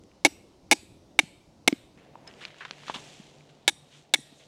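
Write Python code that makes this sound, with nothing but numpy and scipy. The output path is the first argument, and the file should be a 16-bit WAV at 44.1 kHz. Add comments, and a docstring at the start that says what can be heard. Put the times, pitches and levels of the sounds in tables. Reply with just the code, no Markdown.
"""Forest floor, two spots: a small sledgehammer drives a steel tent stake into soil. Four blows, a walk
over grit and leaves, two more blows. Chatter keeps the stake's modes ringing while it slides, then the
soil grips it dead; scattered taps give the faint tail of the trees. Footfalls and litter are thumps,
ticks and resonated grainy noise; the air is patchy noise coloured per spot. A distant engine, a wavering
sine, swells in at the second spot."""
import sys
import numpy as np
from scipy import signal
from scipy.fft import rfft, irfft
from scipy.io import wavfile
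from scipy.ndimage import uniform_filter1d

SR = 44100
rng = np.random.default_rng(int(sys.argv[2]) if len(sys.argv) > 2 else 0)


def file_out(sig):
    """Save sig as 16-bit WAV at sys.argv[1]."""
    # one column per channel
    cols = np.atleast_2d(sig).T
    # limit, then scale
    lim = np.clip(cols, -1, 1)
    pcm = np.round(lim * 32767).astype(np.int16)
    wavfile.write(sys.argv[1], SR, pcm)


N = 197523  # samples

# air colour, one list per spot: (frequency [Hz], relative density [dB per Hz])
AIR_COLOURS = [
    [(15, -63.5), (25, -39.5), (65, 3), (134, -12.5), (172, -4), (272, -8.5), (312, -3.5), (481, -14),
     (522, -9.5), (1030, -21), (1630, -31.5), (5690, -29), (14300, -53), (16400, -53.5)],
    [(15, -48), (25, -21.5), (87, -5.5), (131, -2), (197, -2.5), (272, -3), (723, -5.5), (1350, -20.5),
     (2080, -20.5), (4830, -29), (5690, -30), (6690, -33.5), (15100, -48.5), (16400, -47)],
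]
# air loudness: (time [s], level [dB])
AIR_LEVEL = [(0.0, -57.5), (1.9, -58), (2.26, -53), (2.66, -58), (3.03, -53), (3.23, -57), (4.07, -61.5),
             (4.48, -61)]
# microphone self-noise: (frequency [Hz], spectral gain [dB])
SELF_NOISE = [(1000, -95.5), (6000, -80.5), (12000, -90), (16000, -93.5)]
# returns from the trunks: (frequency [Hz], t60 [s], relative level [dB])
TRUNK_RETURNS = [(296.2, 0.24, -15), (1010, 0.21, 3), (2300, 0.7, -3.5), (3980, 0.69, -4),
                 (5670, 0.16, 5.5), (8100, 0.63, -1), (10700, 0.8, -9), (12300, 0.98, -3.5),
                 (14000, 0.69, -16)]
# slow shuffle of feet and gear in the litter: (time [s], body level [dB], treble level [dB])
SHUFFLE = [(1.974, -61.5, -76), (2.159, -75, -85.5), (2.3, -75, -72), (2.43, -49.5, -63),
           (2.53, -60, -75.5), (2.66, -55, -71), (2.75, -56.5, -67.5), (2.83, -55, -65), (2.97, -52, -56.5),
           (3.12, -54, -59), (3.25, -58.5, -64.5), (3.45, -67, -73.5), (3.8, -68, -80.5),
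           (3.972, -65.5, -63), (4.1, -71, -81.5), (4.3, -60, -79), (4.38, -66, -63.5), (4.48, -65.5, -69)]
# short scrapes: (time [s], level [dB], fall constant [s], lower crunch [Hz], upper re lower crunch [dB])
SHORT_SCRAPES = [(2.266, -51.5, 0.032, 1620, -3), (2.407, -47, 0.034, 1480, 0.5),
                 (2.579, -54, 0.024, 1500, 15), (2.605, -38, 0.015, 1650, -15),
                 (2.629, -40, 0.004, 1470, -16), (2.651, -36.5, 0.0068, 1430, -8),
                 (2.681, -54, 0.021, 1230, -21), (2.834, -46, 0.0036, 1220, -1),
                 (2.864, -44, 0.04, 1280, 7.5), (2.88, -41, 0.012, 1180, 0), (2.899, -38, 0.0094, 940, -2),
                 (2.94, -32.5, 0.019, 880, 2.5), (3.489, -58, 0.013, 1500, 6), (3.904, -58, 0.1, 1460, 12),
                 (3.944, -58, 0.014, 1493, 6), (4.392, -57.5, 0.046, 1500, 12)]
# upper crunch of a scrape and its treble: (frequency [Hz], width [Hz], relative level [dB])
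UPPER_CRUNCH = [(3070, 2500, -0.7), (5300, 2900, -15.5)]
# dull thumps of feet, handle and settling soil: (time [s], level [dB], frequency [Hz])
DULL_THUMPS = [(0.323, -42.5, 300), (0.83, -41.5, 336), (1.233, -29, 163), (1.726, -11.5, 282),
               (2.956, -32.5, 220), (3.198, -33, 196), (4.187, -35.5, 261), (4.324, -41.5, 261)]
# ticks of grit, twigs and metal: (time [s], level [dB], ring [Hz], ring t60 [s], snap drive re ring [dB])
GRIT_TICKS = [(.037, -50, 5560, 0.0027, 9.5), (.116, -49.5, 2400, 0.0069, -6),
              (1.727, -26, 2200, 0.011, 11), (2.155, -31, 935, 0.015, -4.5),
              (2.276, -38.5, 5200, 0.037, 7.5), (2.312, -43.5, 2780, 0.0076, 9),
              (2.339, -41.5, 2900, 0.0048, 7.5), (2.439, -30.5, 2370, 0.0073, 6),
              (2.452, -24.5, 2450, .008, 9.5), (2.505, -42.5, 2070, 0.014, 8),
              (2.544, -44.5, 1660, 0.012, 14), (2.585, -46, 7000, 0.0048, -7),
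              (2.651, -25, 1570, 0.0018, 10), (2.71, -13, 2900, 0.0015, -4), (2.734, -36, 2460, 0.0052, -6),
              (2.898, -14.5, 970, 0.0085, 7), (2.961, -21.5, 3150, 0.0023, -8.5),
              (3.408, -44.5, 2360, 0.007, 0), (4.157, -26.5, 2166, .016, 0.5)]
# blows: (time [s], slide [s], fade over the slide [dB], strength [dB], thud [dB], knock [dB], treble [dB],
#         lingering ring [dB], tree tail [dB], soil thump [dB], head ping [dB])
HAMMER_BLOWS = [(0.2491, 0.022, 16, -17.5, 2.5, 0.5, 1.5, -60, -31, -28, -57),
                (0.7128, 0.022, 7, -19.5, -1, 1, 3.5, -67.5, -29, -30.5, -70),
                (1.19, 0.0085, 2, -16.5, -10.5, -8, -3.5, -76.5, -27.5, -30, -78.5),
                (1.6766, 0.0079, 4, -16, -2, -4, -1, -74, -29, -25, -60.5),
                (3.6786, 0.02, 16.5, -17.5, -5, 2.5, 3.2, -59, -33.5, -41.5, -85),
                (4.1381, 0.01, 1, -19, -11, 0.5, 3, -57, -29, -35, -90)]
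# path from a blow to the microphone: (frequency [Hz], first spot [dB], second spot [dB])
BLOW_PATH = [(310, -6.5, -16.5), (514, -3.5, -40), (760, 8, -0.5), (1200, -19.5, -25.5), (1836, -9.5, -4.5),
             (2420, -1, -11), (2930, -7, -11.5), (3840, -5.5, 5.9), (3600, -4.5, 1), (4440, -6.5, -13.5),
             (5800, -9.5, -15.5), (8500, -13, -9), (9260, -13.5, -19), (13600, -27, -27)]
# bending and lengthwise modes of the stake: (frequency [Hz])
STAKE_MODES_HZ = [312, 510, 690, 825, 930, 1170, 1660, 1860, 2110, 2220, 2370, 2550, 2760, 3005, 3570, 3800,
                  4050, 4600, 5180, 5690, 5920, 6620, 6840, 7700, 8060, 8780, 9850, 10750, 11400, 13600]
# strength of those modes, same order: (relative level [dB])
STAKE_MODES_DB = [5.5, -7, -11, -6.5, -4, -7.5, 2, -7.5, -20, 8, -6, -5, -1.5, -1.5, -0.5, -1, -6, -4.5,
                  -3.5, -1.5, 2, -1, -5, 0.5, -2.5, -6.5, 5, -1, -3.5, 0]
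# decay of the modes while sliding: (frequency [Hz], t60 [s])
SLIDING_T60 = [(300, 0.54), (1000, 0.3), (2300, 0.033), (6000, 0.012), (13000, 0.014)]
# lingering ring of the free end: (frequency [Hz], width [Hz], first spot [dB], second spot [dB])
FREE_END_MODES = [(3660, 130, 2, 4), (5150, 80, -0.5, -5), (5700, 200, 8.5, 3.5), (7800, 220, 8, -6),
                  (8103, 150, -7.5, 4.5), (9600, 120, -5, 3), (10700, 150, -8.5, -4)]

MOVE_S = 1.975  # from here on, the second spot
EDGE_HZ, NEAR_HIGHPASS_HZ = 16500, 150
HUM_HZ, HUM_DB, HUM_SWELL_S = 146.5, -64.5, 0.79
HUM_WAVER_DB, HUM_WAVER_HZ = 4, 12.0
CRUNCH_HZ, CRUNCH_RISE_HZ_PER_S, CRUNCH_TOP_HZ = 2100, 630, 3240  # brightens as the feet come to leaves
LITTER_TOP_HZ = 11500
RISE_SHARE = 0.15  # rise constant of a scrape / fall constant
LOWER_WIDTH_SHARE = 1  # width of the lower crunch / its frequency
THUMP_T60_S = 0.023
SNAP_SPAN_HZ = 2100  # low-pass of a tick, above its ring
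THUD_HZ, KNOCK_HZ, TREBLE_HZ = 600, 1400, 4400  # edges of the parts that differ from blow to blow
CRACK_DB, CRACK_FALL_S = 2.5, 0.0016  # extra push of the first contact
GRIP_EASE_S, GRIP_LAG_S = 0.0011, 0.002
GRIP_HZ, GRIP_T60_S = 306, 0.037
FREE_T60_S = 0.38
HEAD_HZ, HEAD_T60_S = 12020, 0.36


def amp(db):
    """Gain of a level in dB."""
    return 10 ** (np.asarray(db) / 20)


def evened(x):
    """Scales to rms 1."""
    return x / np.sqrt(np.mean(x ** 2) + 1e-20)


def read(points, hz):
    """Reads a spectrum on a log-frequency axis."""
    f, value = np.transpose(points)
    return np.interp(np.log(hz + 1), np.log(f + 1), value)


def add(mix, s, sound):
    """Adds a sound at time s, cut at the end of the mix."""
    part = mix[round(s * SR):][:len(sound)]
    part += sound[:len(part)]


def mode(x, hz, t60):
    """Damped two-pole resonator: a unit click rings with initial height 1."""
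    r = np.exp(-np.log(1000) / (max(t60, 1e-3) * SR))
    w = 2 * np.pi * hz / SR
    return signal.lfilter([0, np.sin(w)], [1, -2 * r * np.cos(w), r * r], x)


def resonate(x, hz, width):
    """Resonance of gain 1 following the curve hz: shift to 0 Hz, low-pass, shift back."""
    turn = np.exp(2j * np.pi * np.cumsum(hz * np.ones(len(x))) / SR)
    r = np.exp(-np.pi * width / SR)
    return 2 * (turn * signal.lfilter([1 - r], [1, -r], x / turn)).real


def crunch(x, hz, width):
    """Steep resonance of the litter: three resonators in series, rms 1."""
    twice = resonate(resonate(x, hz, width), hz, width)
    return evened(resonate(twice, hz, 2 * width))


def thump(db, hz, t60):
    """One low mode with a soft start."""
    t = np.arange(6000) / SR
    envelope = amp(db - 60 * t / t60) * (1 - np.exp(-t / 0.0021))
    return envelope * 2 * np.sin(2 * np.pi * hz * t)


def air():
    """Noise with randomly patchy spectra; the colour switches with the spot."""
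    hop, size = 256, 1024
    frames, hz = N // hop + 5, np.fft.rfftfreq(size, 1 / SR)
    real, imag, patches = rng.standard_normal((frames, len(hz), 3)).T
    patches = uniform_filter1d(patches, size=10, axis=0)  # over frequency
    patches = evened(uniform_filter1d(patches, size=12, axis=1))  # over time
    band = (hz > 100) & (hz < 1200)  # both colours are equally strong here
    first, second = [amp(read(w, hz)) / np.linalg.norm(amp(read(w, hz))[band]) for w in AIR_COLOURS]
    colour = np.where(np.arange(frames) * hop / SR < MOVE_S, first[:, None], second[:, None])
    spectra = (real + 1j * imag) * colour * amp(1.4 * patches)
    wash = signal.istft(spectra, nperseg=size, noverlap=size - hop)[1][:N]
    t = np.arange(N) / SR
    return evened(wash) * amp(np.interp(t, *np.transpose(AIR_LEVEL)))


def hum():
    """Distant engine: a sine that swells in at the second spot, its level wavering at random."""
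    t = np.arange(N) / SR
    lowpass = signal.butter(2, HUM_WAVER_HZ, fs=SR)
    waver = evened(signal.lfilter(*lowpass, rng.standard_normal(N)))
    swell = np.clip((t - MOVE_S) / HUM_SWELL_S, 0, 1)
    level = np.sqrt(2 * swell) * amp(HUM_DB + HUM_WAVER_DB * waver)
    return level * np.sin(2 * np.pi * HUM_HZ * t)


def trees(x):
    """Scattered returns from trunks: sparse taps that swell, then die band by band."""
    taps = np.zeros(SR)
    at = np.arange(400, SR - 20, 20) + rng.integers(0, 20, (SR - 401) // 20)
    taps[at] = rng.choice([-1., 1.], at.shape)
    hz, t, z = signal.stft(taps, SR, nperseg=256)
    t60, db = (read([(row[0], row[k]) for row in TRUNK_RETURNS], hz)[:, None] for k in (1, 2))
    envelope = amp(db - 60 * t / t60) * (1 - np.exp(-t / 0.0014))
    tail = signal.istft(z * envelope, SR, nperseg=256)[1]
    return signal.fftconvolve(x, tail / np.linalg.norm(tail))


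def grit(count, grain):
    """Two unrelated hisses (body, treble) that share sparse larger grains."""
    size = amp(4.05 * np.minimum(rng.exponential(1, count), 5))
    grains = size * (rng.random(count) < 300 / SR)  # about 300 per second
    return rng.standard_normal((2, count)) * (1 + grain * uniform_filter1d(grains, size=40))


def shuffle():
    """Feet and gear in the litter: grit through a rising crunch resonance and a treble one."""
    t = np.arange(N) / SR
    s, body_db, treble_db = np.transpose(SHUFFLE)
    hz = np.clip(CRUNCH_HZ + CRUNCH_RISE_HZ_PER_S * (t - MOVE_S), CRUNCH_HZ, CRUNCH_TOP_HZ)
    body, treble = grit(count=N, grain=9.9)
    out = amp(np.interp(t, s, body_db)) * crunch(body, hz, 3080)
    out += amp(np.interp(t, s, treble_db)) * crunch(treble, 6230, 4200)
    return out * (t > MOVE_S)


def scrape(db, fall, lower_hz, upper_db):
    """A short burst of grit through a lower and an upper crunch resonance."""
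    t = np.arange(5000) / SR
    body, treble = grit(count=len(t), grain=12.4)
    shape = (1 - np.exp(-t / (RISE_SHARE * fall))) * np.exp(-t / fall)
    lower = crunch(body, lower_hz, LOWER_WIDTH_SHARE * lower_hz)
    upper = sum(amp(band_db) * crunch(treble, hz, width) for hz, width, band_db in UPPER_CRUNCH)
    sound = (lower + amp(upper_db) * upper) / np.hypot(1, amp(upper_db))
    return amp(db) * shape / shape.max() * sound


def litter():
    """Shuffle and scrapes, dulled by a low-pass."""
    out = shuffle()
    for s, *settings in SHORT_SCRAPES:
        add(out, s, scrape(*settings))
    return signal.sosfilt(signal.butter(3, LITTER_TOP_HZ, fs=SR, output="sos"), out)


def tick(db, hz, t60, snap_db):
    """A differenced noise snap plus a short sine ring, low-passed above the ring."""
    t = np.arange(6000) / SR
    burst = rng.standard_normal(len(t)) * np.exp(-t / 0.0009) * amp(snap_db)
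    ring = amp(-60 * t / t60) * np.sin(2 * np.pi * hz * t)
    dull = signal.butter(6, hz + SNAP_SPAN_HZ, fs=SR, output="sos")
    return amp(db) * signal.sosfilt(dull, ring + np.diff(burst, prepend=0))


def knocks():
    """Places the dull thumps and the ticks."""
    out = np.zeros(N)
    for s, db, hz in DULL_THUMPS:
        add(out, s, thump(db, hz, THUMP_T60_S))
    for s, *settings in GRIT_TICKS:
        add(out, s, tick(*settings))
    return out


def stake_modes(path, t, slide):
    """Stake modes, each struck once and kept going by random chatter."""
    sound = np.zeros(len(t))
    for hz, db in zip(STAKE_MODES_HZ, STAKE_MODES_DB):
        chatter = 0.09 * rng.standard_normal(len(t))
        chatter[int(rng.uniform(0, 20))] += rng.choice([-1, 1])  # the strike
        ring = mode(chatter, hz, read(SLIDING_T60, hz))
        sound += amp(db + read(path, hz)) * ring / np.std(ring[t < slide])
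    return sound


def shaft_scrape(path, count):
    """Soil scraping along the shaft: noise shaped by the path to the microphone."""
    hz = np.fft.rfftfreq(count, 1 / SR)
    gain = amp(read(path, hz) - 0.5) * (hz > 250) / (1 + (hz / 14500) ** 16)
    return irfft(rfft(rng.standard_normal(count)) * gain)


def free_end(ring_db, spot):
    """Lingering ring of the free end: noise through narrow resonances, decaying."""
    t = np.arange(SR // 2) / SR
    shiver = rng.standard_normal(len(t))
    ring = np.zeros(len(t))
    for row in FREE_END_MODES:
        hz, width = row[:2]
        ring += amp(row[spot + 1]) * evened(resonate(resonate(shiver, hz, width), hz, width))
    return amp(ring_db - 60 * t / FREE_T60_S) * ring


def head_ping(db):
    """Ping of the hammer head: a decaying sine."""
    t = np.arange(SR // 2) / SR
    return amp(db - 60 * t / HEAD_T60_S) * np.sin(2 * np.pi * HEAD_HZ * t)


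def blow(s, slide, fade_db, strength_db, thud_db, knock_db, treble_db, ring_db, tail_db, thump_db, head_db):
    """One impact, then chatter that keeps the modes going until the soil grips the stake."""
    t = np.arange(SR // 10) / SR
    spot = 1 if s < MOVE_S else 2
    path = []
    for row in BLOW_PATH:
        hz, db = row[0], strength_db + row[spot]
        db += thud_db * (hz < THUD_HZ) + knock_db * (THUD_HZ < hz < KNOCK_HZ) + treble_db * (hz > TREBLE_HZ)
        path.append((hz, db))
    grip = 1 / (1 + np.exp(np.clip((t - slide) / GRIP_EASE_S, -50, 50)))  # mutes within a few ms
    push = amp(CRACK_DB * np.exp(-t / CRACK_FALL_S) - fade_db * t / slide)
    stake = stake_modes(path, t, slide)
    soil = shaft_scrape(path, len(t))
    direct = (stake + soil) * push * grip
    to_trunks = 0.17 * direct + 5.4 * soil * push * grip  # the trunks hear more of the scrape
    out = amp(tail_db) * trees(to_trunks)
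    add(out, 0, direct)
    add(out, slide + GRIP_LAG_S, thump(thump_db, GRIP_HZ, GRIP_T60_S))  # soil grips the stake
    add(out, 0, free_end(ring_db, spot))
    add(out, 0, head_ping(head_db))
    return out


def scene():
    """Near sounds, thin in the deep bass at this distance, over air and hum."""
    near = knocks() + litter()
    for row in HAMMER_BLOWS:
        add(near, row[0], blow(*row))
    near = signal.sosfilt(signal.butter(3, NEAR_HIGHPASS_HZ, "highpass", fs=SR, output="sos"), near)
    return (near + air() + hum())[None]


def record(dry):
    """Faint microphone self-noise, a soft knee on the highest peaks, then the band limit."""
    gain = amp(read(SELF_NOISE, np.fft.rfftfreq(N, 1 / SR)))
    hiss = irfft(rfft(rng.standard_normal(N)) * gain, N)
    heard = dry + hiss
    kneed = heard / (1 + (abs(dry) / 0.93) ** 6) ** (1 / 6)
    lowpass = signal.firwin(511, EDGE_HZ, window=("kaiser", 9), fs=SR)
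    return signal.oaconvolve(kneed, lowpass[None], "same")


dry = scene()
out = record(dry)
file_out(out)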